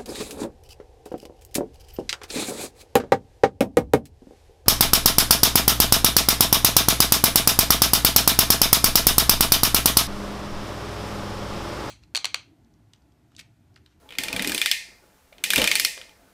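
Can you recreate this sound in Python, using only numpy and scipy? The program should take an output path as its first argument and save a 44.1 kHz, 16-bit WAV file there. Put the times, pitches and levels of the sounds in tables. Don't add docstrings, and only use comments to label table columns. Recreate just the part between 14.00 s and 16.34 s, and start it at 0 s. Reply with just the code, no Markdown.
import sys
import numpy as np
from scipy import signal
from scipy.fft import rfft, irfft
from scipy.io import wavfile
from scipy.ndimage import uniform_filter1d

SR = 44100
rng = np.random.default_rng(int(sys.argv[2]) if len(sys.argv) > 2 else 0)


def nominal_scale(level):
    x = np.asarray(level, float) / 20
    return 10 ** x


def file_out(sig):
    cols = np.atleast_2d(sig).T
    lim = np.clip(cols, -1, 1)
    pcm = np.round(lim * 32767).astype(np.int16)
    wavfile.write(sys.argv[1], SR, pcm)


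N = 103017

# (time [s], peak level [dB], loudest ring [Hz], treble level [dB], upper shell level [dB])
FIRST_TWIST = [(0.184, -8.5, 2265, -12, -13), (0.2346, -13.5, 3600, -9, -12),
               (0.2821, -15, 3400, -16.5, -12), (0.3272, -14.5, 2470, -12, -11.5),
               (0.3622, -13.5, 3220, -11.5, -28), (0.3933, -10, 2060, -26, -22),
               (0.4214, -14.5, 2030, -8, -25), (0.4449, -14.5, 2050, -9.5, -16.5),
               (0.4731, -14.5, 4200, -4, -16), (0.494, -14, 2940, -9.5, -13), (0.518, -15, 1720, -7.5, -8),
               (0.5455, -12.5, 3920, -5, -16), (0.5774, -11, 3590, -8, -13), (0.6144, -5, 2520, -14.5, -34),
               (0.6584, -3.5, 2150, -13.5, -23), (0.7127, -3, 3370, -14, -7)]
SECOND_TWIST = [(1.4382, -6.5, 2420, -9.5, -32), (1.503, -4.5, 3440, -9.5, -32),
                (1.5333, -7, 1760, -6.5, -33), (1.5583, -4, 2640, -10.5, -18),
                (1.5784, -7.5, 3350, -12.5, -22), (1.5819, -7.5, 2780, -14.5, -23),
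                (1.5963, -10.5, 2980, -18, -20), (1.616, -6, 3000, -11.5, -28),
                (1.6405, -3.5, 2530, -13.5, -17), (1.6737, -5.5, 2440, -11, -12.5),
                (1.7131, -3.5, 2540, -12.5, -14), (1.7531, -4.5, 2450, -8.5, -7),
                (1.7964, -7.5, 2260, -5, -5.5), (1.8477, -6.5, 2320, -8, -3)]
# (time [s], peak level [dB], ring [Hz])
ROD_TICKS = [
    (0.089, -39.5, 3300),
    (0.105, -34, 3200),
    (0.122, -34.5, 3000),
    (0.135, -39, 3150),
    (0.151, -35, 2350),
    (1.326, -44.5, 2280),
    (1.381, -41, 3300),
    (1.976, -31.5, 2060),
    (2.013, -32.5, 2800),
    (2.092, -45, 3140),
]
# (frequency [Hz], level [dB], decay t60 [s])
SHELL_MODES = [(1300, -16.5, 0.018), (1600, -2, 0.0065), (2050, -35.5, 0.022), (2420, 4, 0.03),
               (3000, 7.5, 0.0058), (3535, 5, 0.0092)]
# (frequency [Hz], level [dB], decay t60 [s])
UPPER_MODES = [(4350, 4, 0.011), (5000, -0.5, 0.0127), (5410, -13.5, .008)]
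# (frequency [Hz], level [dB], decay t60 [s])
PAWL_MODES = [(4900, -4.5, 0.006), (6380, -6, 0.006), (8410, 1, 0.0024), (9450, 3, 0.0016),
              (11700, 1.5, 0.0019), (13600, -17.5, 0.00078)]
# (frequency [Hz], level [dB], decay t60 [s])
LINGERING_MODES = [(1850, -26.5, 0.024), (2067, -24, 0.019), (2390, -26.5, 0.02)]
# (delay [s], level [dB])
REFLECTIONS = [(.0045, -9.5), (.0095, -14), (.014, -35.5), (0.021, -19.5)]
# (time [s], peak level [dB], pitch [Hz])
HELMET_KNOCKS = [(0.188, -15.5, 240), (0.297, -18.5, 410), (0.336, -18.5, 153), (0.336, -29, 198),
                 (0.374, -21, 198), (0.401, -11, 263), (0.425, -30, 345), (0.451, -20.5, 277),
                 (0.471, -7, 300), (0.496, -11, 290), (0.546, -11.5, 342), (1.324, -29, 627),
                 (1.435, -39, 475), (1.578, -1, 244), (1.584, -3, 537), (1.592, -6.5, 307),
                 (1.61, -9.5, 490), (1.974, -23.5, 552)]
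# (time [s], level [dB])
FIRST_RUB = [
    (0.15, -52.5),
    (0.232, -38),
    (0.37, -33.5),
    (0.456, -33.5),
    (0.55, -39),
    (0.716, -62),
    (0.8, -57.5),
]
SECOND_RUB = [
    (1.3, -61.5),
    (1.382, -55.5),
    (1.506, -42),
    (1.632, -24.5),
    (1.678, -47.5),
    (1.74, -41),
    (1.888, -50),
    (2.1, -58),
]
# (frequency [Hz], level [dB])
RUB_TONE = [(30, -26.5), (60, -16), (130, -11), (290, -4), (550, -5), (900, -15.5), (1500, -11.5),
            (3000, -59.5)]
# (frequency [Hz], level [dB], decay t60 [s])
HOLLOW_MODES = [(69, -4, 0.11), (190.8, -0.5, 0.39), (277.3, -2.5, 0.22), (345, -5, 0.16),
                (453.7, -2, 0.084), (491, -4.5, 0.24), (677, 6, 0.068), (858, 8, .05)]
# (frequency [Hz], decay t60 [s])
WALL_DECAY = [(200, 0.25), (1500, .48), (2380, 0.45), (3000, 0.31), (5000, 0.51), (9000, 0.41),
              (14000, 0.26)]
# (frequency [Hz], level [dB])
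SNAP_WALL_TONE = [(400, -15), (1400, -9), (1900, -7), (3300, -1.5), (5100, -6), (6600, -10), (8300, -9),
                  (15000, -15)]
# (frequency [Hz], level [dB])
HELMET_WALL_TONE = [(100, 0.002), (1000, 0.0034)]
# (frequency [Hz], level [dB])
HISS_TONE = [(22, -12.5), (50, 6.5), (110, -5), (330, -24.5), (900, -15), (1700, -14.5), (3400, -19),
             (16000, -23.5)]

RING_DB, RING_T60_S = 6, 0.013
DETUNE, SCATTER_DB = 0.03, 2
SLIP_RISE_S, SLIP_FALL_S = 0.0014, 0.0016
SLIPS_PER_S, MAIN_SLIP = 3000, 2.4
THIN_HZ, THUD_HZ, THUD_DB = 1600, 547, -15
PAWL_HZ, PAWL_S = 5150, 0.0015
BODY_DB, TREBLE_DB, UPPER_DB = -0.86, 5.5, 4.5
TICK_DB, TICK_TREBLE_DB, TICK_UPPER_DB, TICK_T60_S = 5, -16, -29, 0.011
KNOCK_DB, KNOCK_T60_S = -5.5, 0.016
RUB_DB, HOLLOW_DB = -9, -0.5
TREBLE_SENT = 0.96
WALLS_DB, LOW_WALLS_DB, ONSET_S = -12.5, 0.5, 0.0027
HISS_DB = -60.5


def ratchet():
    events = []
    for s, db, hz, treble_db, upper_db in FIRST_TWIST + SECOND_TWIST:
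        events.append((s, db + BODY_DB, hz, treble_db + TREBLE_DB, upper_db + UPPER_DB, RING_T60_S, THIN_HZ))
    for s, db, hz in ROD_TICKS:
        events.append((s, db + TICK_DB, hz, TICK_TREBLE_DB, TICK_UPPER_DB, TICK_T60_S, 700))
    near = np.zeros(N)
    body_blows, treble_blows = np.zeros((2, N))
    for s, db, hz, treble_db, upper_db, t60, thin_hz in events:
        for late, loss_db in [(0.0002, 0.0068)] + REFLECTIONS:
            add(near, s + late, snap(db + loss_db, hz, treble_db, upper_db, t60, thin_hz))
        i = round(s * SR)
        body_blows[i] = nominal_scale(db)
        treble_blows[i] = nominal_scale(db + TREBLE_SENT * (treble_db + 8))
    bright = signal.butter(2, PAWL_HZ, "high", fs=SR, output="sos")
    extra_treble = signal.sosfiltfilt(bright, treble_blows - body_blows)
    lingering = signal.oaconvolve(body_blows, ring(LINGERING_MODES, np.zeros(20)))[:N]
    return near, body_blows + extra_treble - lingering


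def snap(peak_db, hz, treble_db, upper_db, t60, thin_hz):
    t = np.arange(400) / SR
    luck, slips, crack = rng.standard_normal((3, 400))
    slips = slips * (0.25 + (rng.random(400) < SLIPS_PER_S / SR))
    slips[round(SLIP_RISE_S * SR)] = MAIN_SLIP
    rise = (t / SLIP_RISE_S) ** 2
    fall = np.exp((SLIP_RISE_S - t) / SLIP_FALL_S)
    slips = slips * np.where(t < SLIP_RISE_S, rise, fall)

    shell = signal.fftconvolve(slips, ring(SHELL_MODES + [(hz, RING_DB, t60)], luck))
    thud = nominal_scale(THUD_DB) * high(shell, THUD_HZ)
    body = high(high(shell, thin_hz), thin_hz) + thud
    upper = high(signal.fftconvolve(slips, ring(UPPER_MODES, luck[50:])), 3600)
    crack = crack * t / PAWL_S * np.exp(-(t / PAWL_S) ** 1.32)
    treble = high(signal.fftconvolve(crack, ring(PAWL_MODES, luck[100:])), PAWL_HZ)

    parts = np.array([body, upper, treble])
    levels = nominal_scale([peak_db, peak_db + upper_db, peak_db + treble_db])
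    return levels / abs(parts).max(1) @ parts


def ring(modes, luck, size=2048):
    hz, db, t60 = np.transpose(modes)[:, :, None]
    t = np.arange(size) / SR
    level_luck, pitch_luck = luck[:2 * len(modes)].reshape(2, -1, 1)
    decay = nominal_scale(db + SCATTER_DB * level_luck - 60 * t / t60)
    wave = decay * np.sin(2 * np.pi * hz * (1 + DETUNE * pitch_luck) * t)
    return wave.sum(0)


def helmet():
    return high(knocks(), 90) + rubbing()


def knocks():
    out, t = np.zeros(N), np.arange(3000) / SR
    for s, db, hz in HELMET_KNOCKS:
        contact = 1.7 * high(rng.standard_normal(3000), 600) * np.exp(-t / 0.004)
        wave = uniform_filter1d(np.sin(2 * np.pi * hz * t) + contact, size=16)
        decay = nominal_scale(db + KNOCK_DB - 60 * t / KNOCK_T60_S)
        add(out, s, decay * np.minimum(t / 0.0024, 1) * wave)
    return out


def rubbing():
    s, db = np.transpose(FIRST_RUB + SECOND_RUB)
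    pressure = nominal_scale(RUB_DB + np.interp(np.arange(N) / SR, s, db))
    lumps = nominal_scale(3.7 * evened(uniform_filter1d(rng.standard_normal(N), size=300)))
    slips = lumps * rng.standard_normal(N)
    hum = evened(signal.fftconvolve(slips, ring(HOLLOW_MODES, np.zeros(20), size=6000))[:N])
    rub = evened(lumps * coloured(RUB_TONE))
    return pressure * (rub + nominal_scale(HOLLOW_DB) * hum)


def room(x, tone):
    out, turn = np.zeros(N), 2 * np.pi * 7.3 * np.arange(N) / SR
    taps = np.zeros((3, SR))
    at = np.arange(0, SR - 12, 12) + rng.integers(0, 12, (3, (SR - 1) // 12))
    np.put_along_axis(taps, at, rng.choice([-1., 1.], at.shape), 1)
    hz, t, z = signal.stft(taps, SR, nperseg=256)
    z = z * nominal_scale(read(tone, hz)[:, None] - 60 * t / read(WALL_DECAY, hz)[:, None])
    onset = np.minimum(np.arange(SR) / SR / ONSET_S, 1)
    tails = signal.istft(z, SR, nperseg=256)[1][:, :SR] * onset
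    for k, tail in enumerate(tails):
        share = np.sqrt(2 / 3) * np.cos(turn + 2 * np.pi * k / 3)
        out += signal.fftconvolve(x * share, tail / np.linalg.norm(tail))[:N]
    return out


def hiss():
    return nominal_scale(HISS_DB) * coloured(HISS_TONE)


def coloured(points):
    spectrum = rfft(rng.standard_normal(N)) * nominal_scale(read(points, np.fft.rfftfreq(N, 1 / SR)))
    return evened(irfft(spectrum, N))


def evened(x):
    return x / np.sqrt(np.mean(x ** 2) + 1e-20)


def read(points, hz):
    f, value = np.transpose(points)
    return np.interp(np.log(hz + 1), np.log(f + 1), value)


def high(x, hz):
    return signal.sosfilt(signal.butter(4, hz, "high", fs=SR, output="sos"), x)


def add(mix, s, sound):
    part = mix[round(s * SR):][:len(sound)]
    part += sound[:len(part)]


def scene():
    clicks, blows = ratchet()
    shell = helmet()
    snap_walls = nominal_scale(WALLS_DB + 19.5) * room(blows, SNAP_WALL_TONE)
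    helmet_walls = nominal_scale(LOW_WALLS_DB) * room(shell, HELMET_WALL_TONE)
    return (clicks + shell + snap_walls + helmet_walls + hiss())[None]


def low_pass(x):
    return signal.sosfilt(signal.butter(12, 16490, fs=SR, output="sos"), x)


def record(dry):
    edge = signal.firwin(301, 15600, window=("kaiser", 8), fs=SR)
    limited = signal.oaconvolve(dry, edge[None], "same")
    return low_pass(np.clip(limited, -1, 1))


dry = scene()
out = record(dry)
file_out(out)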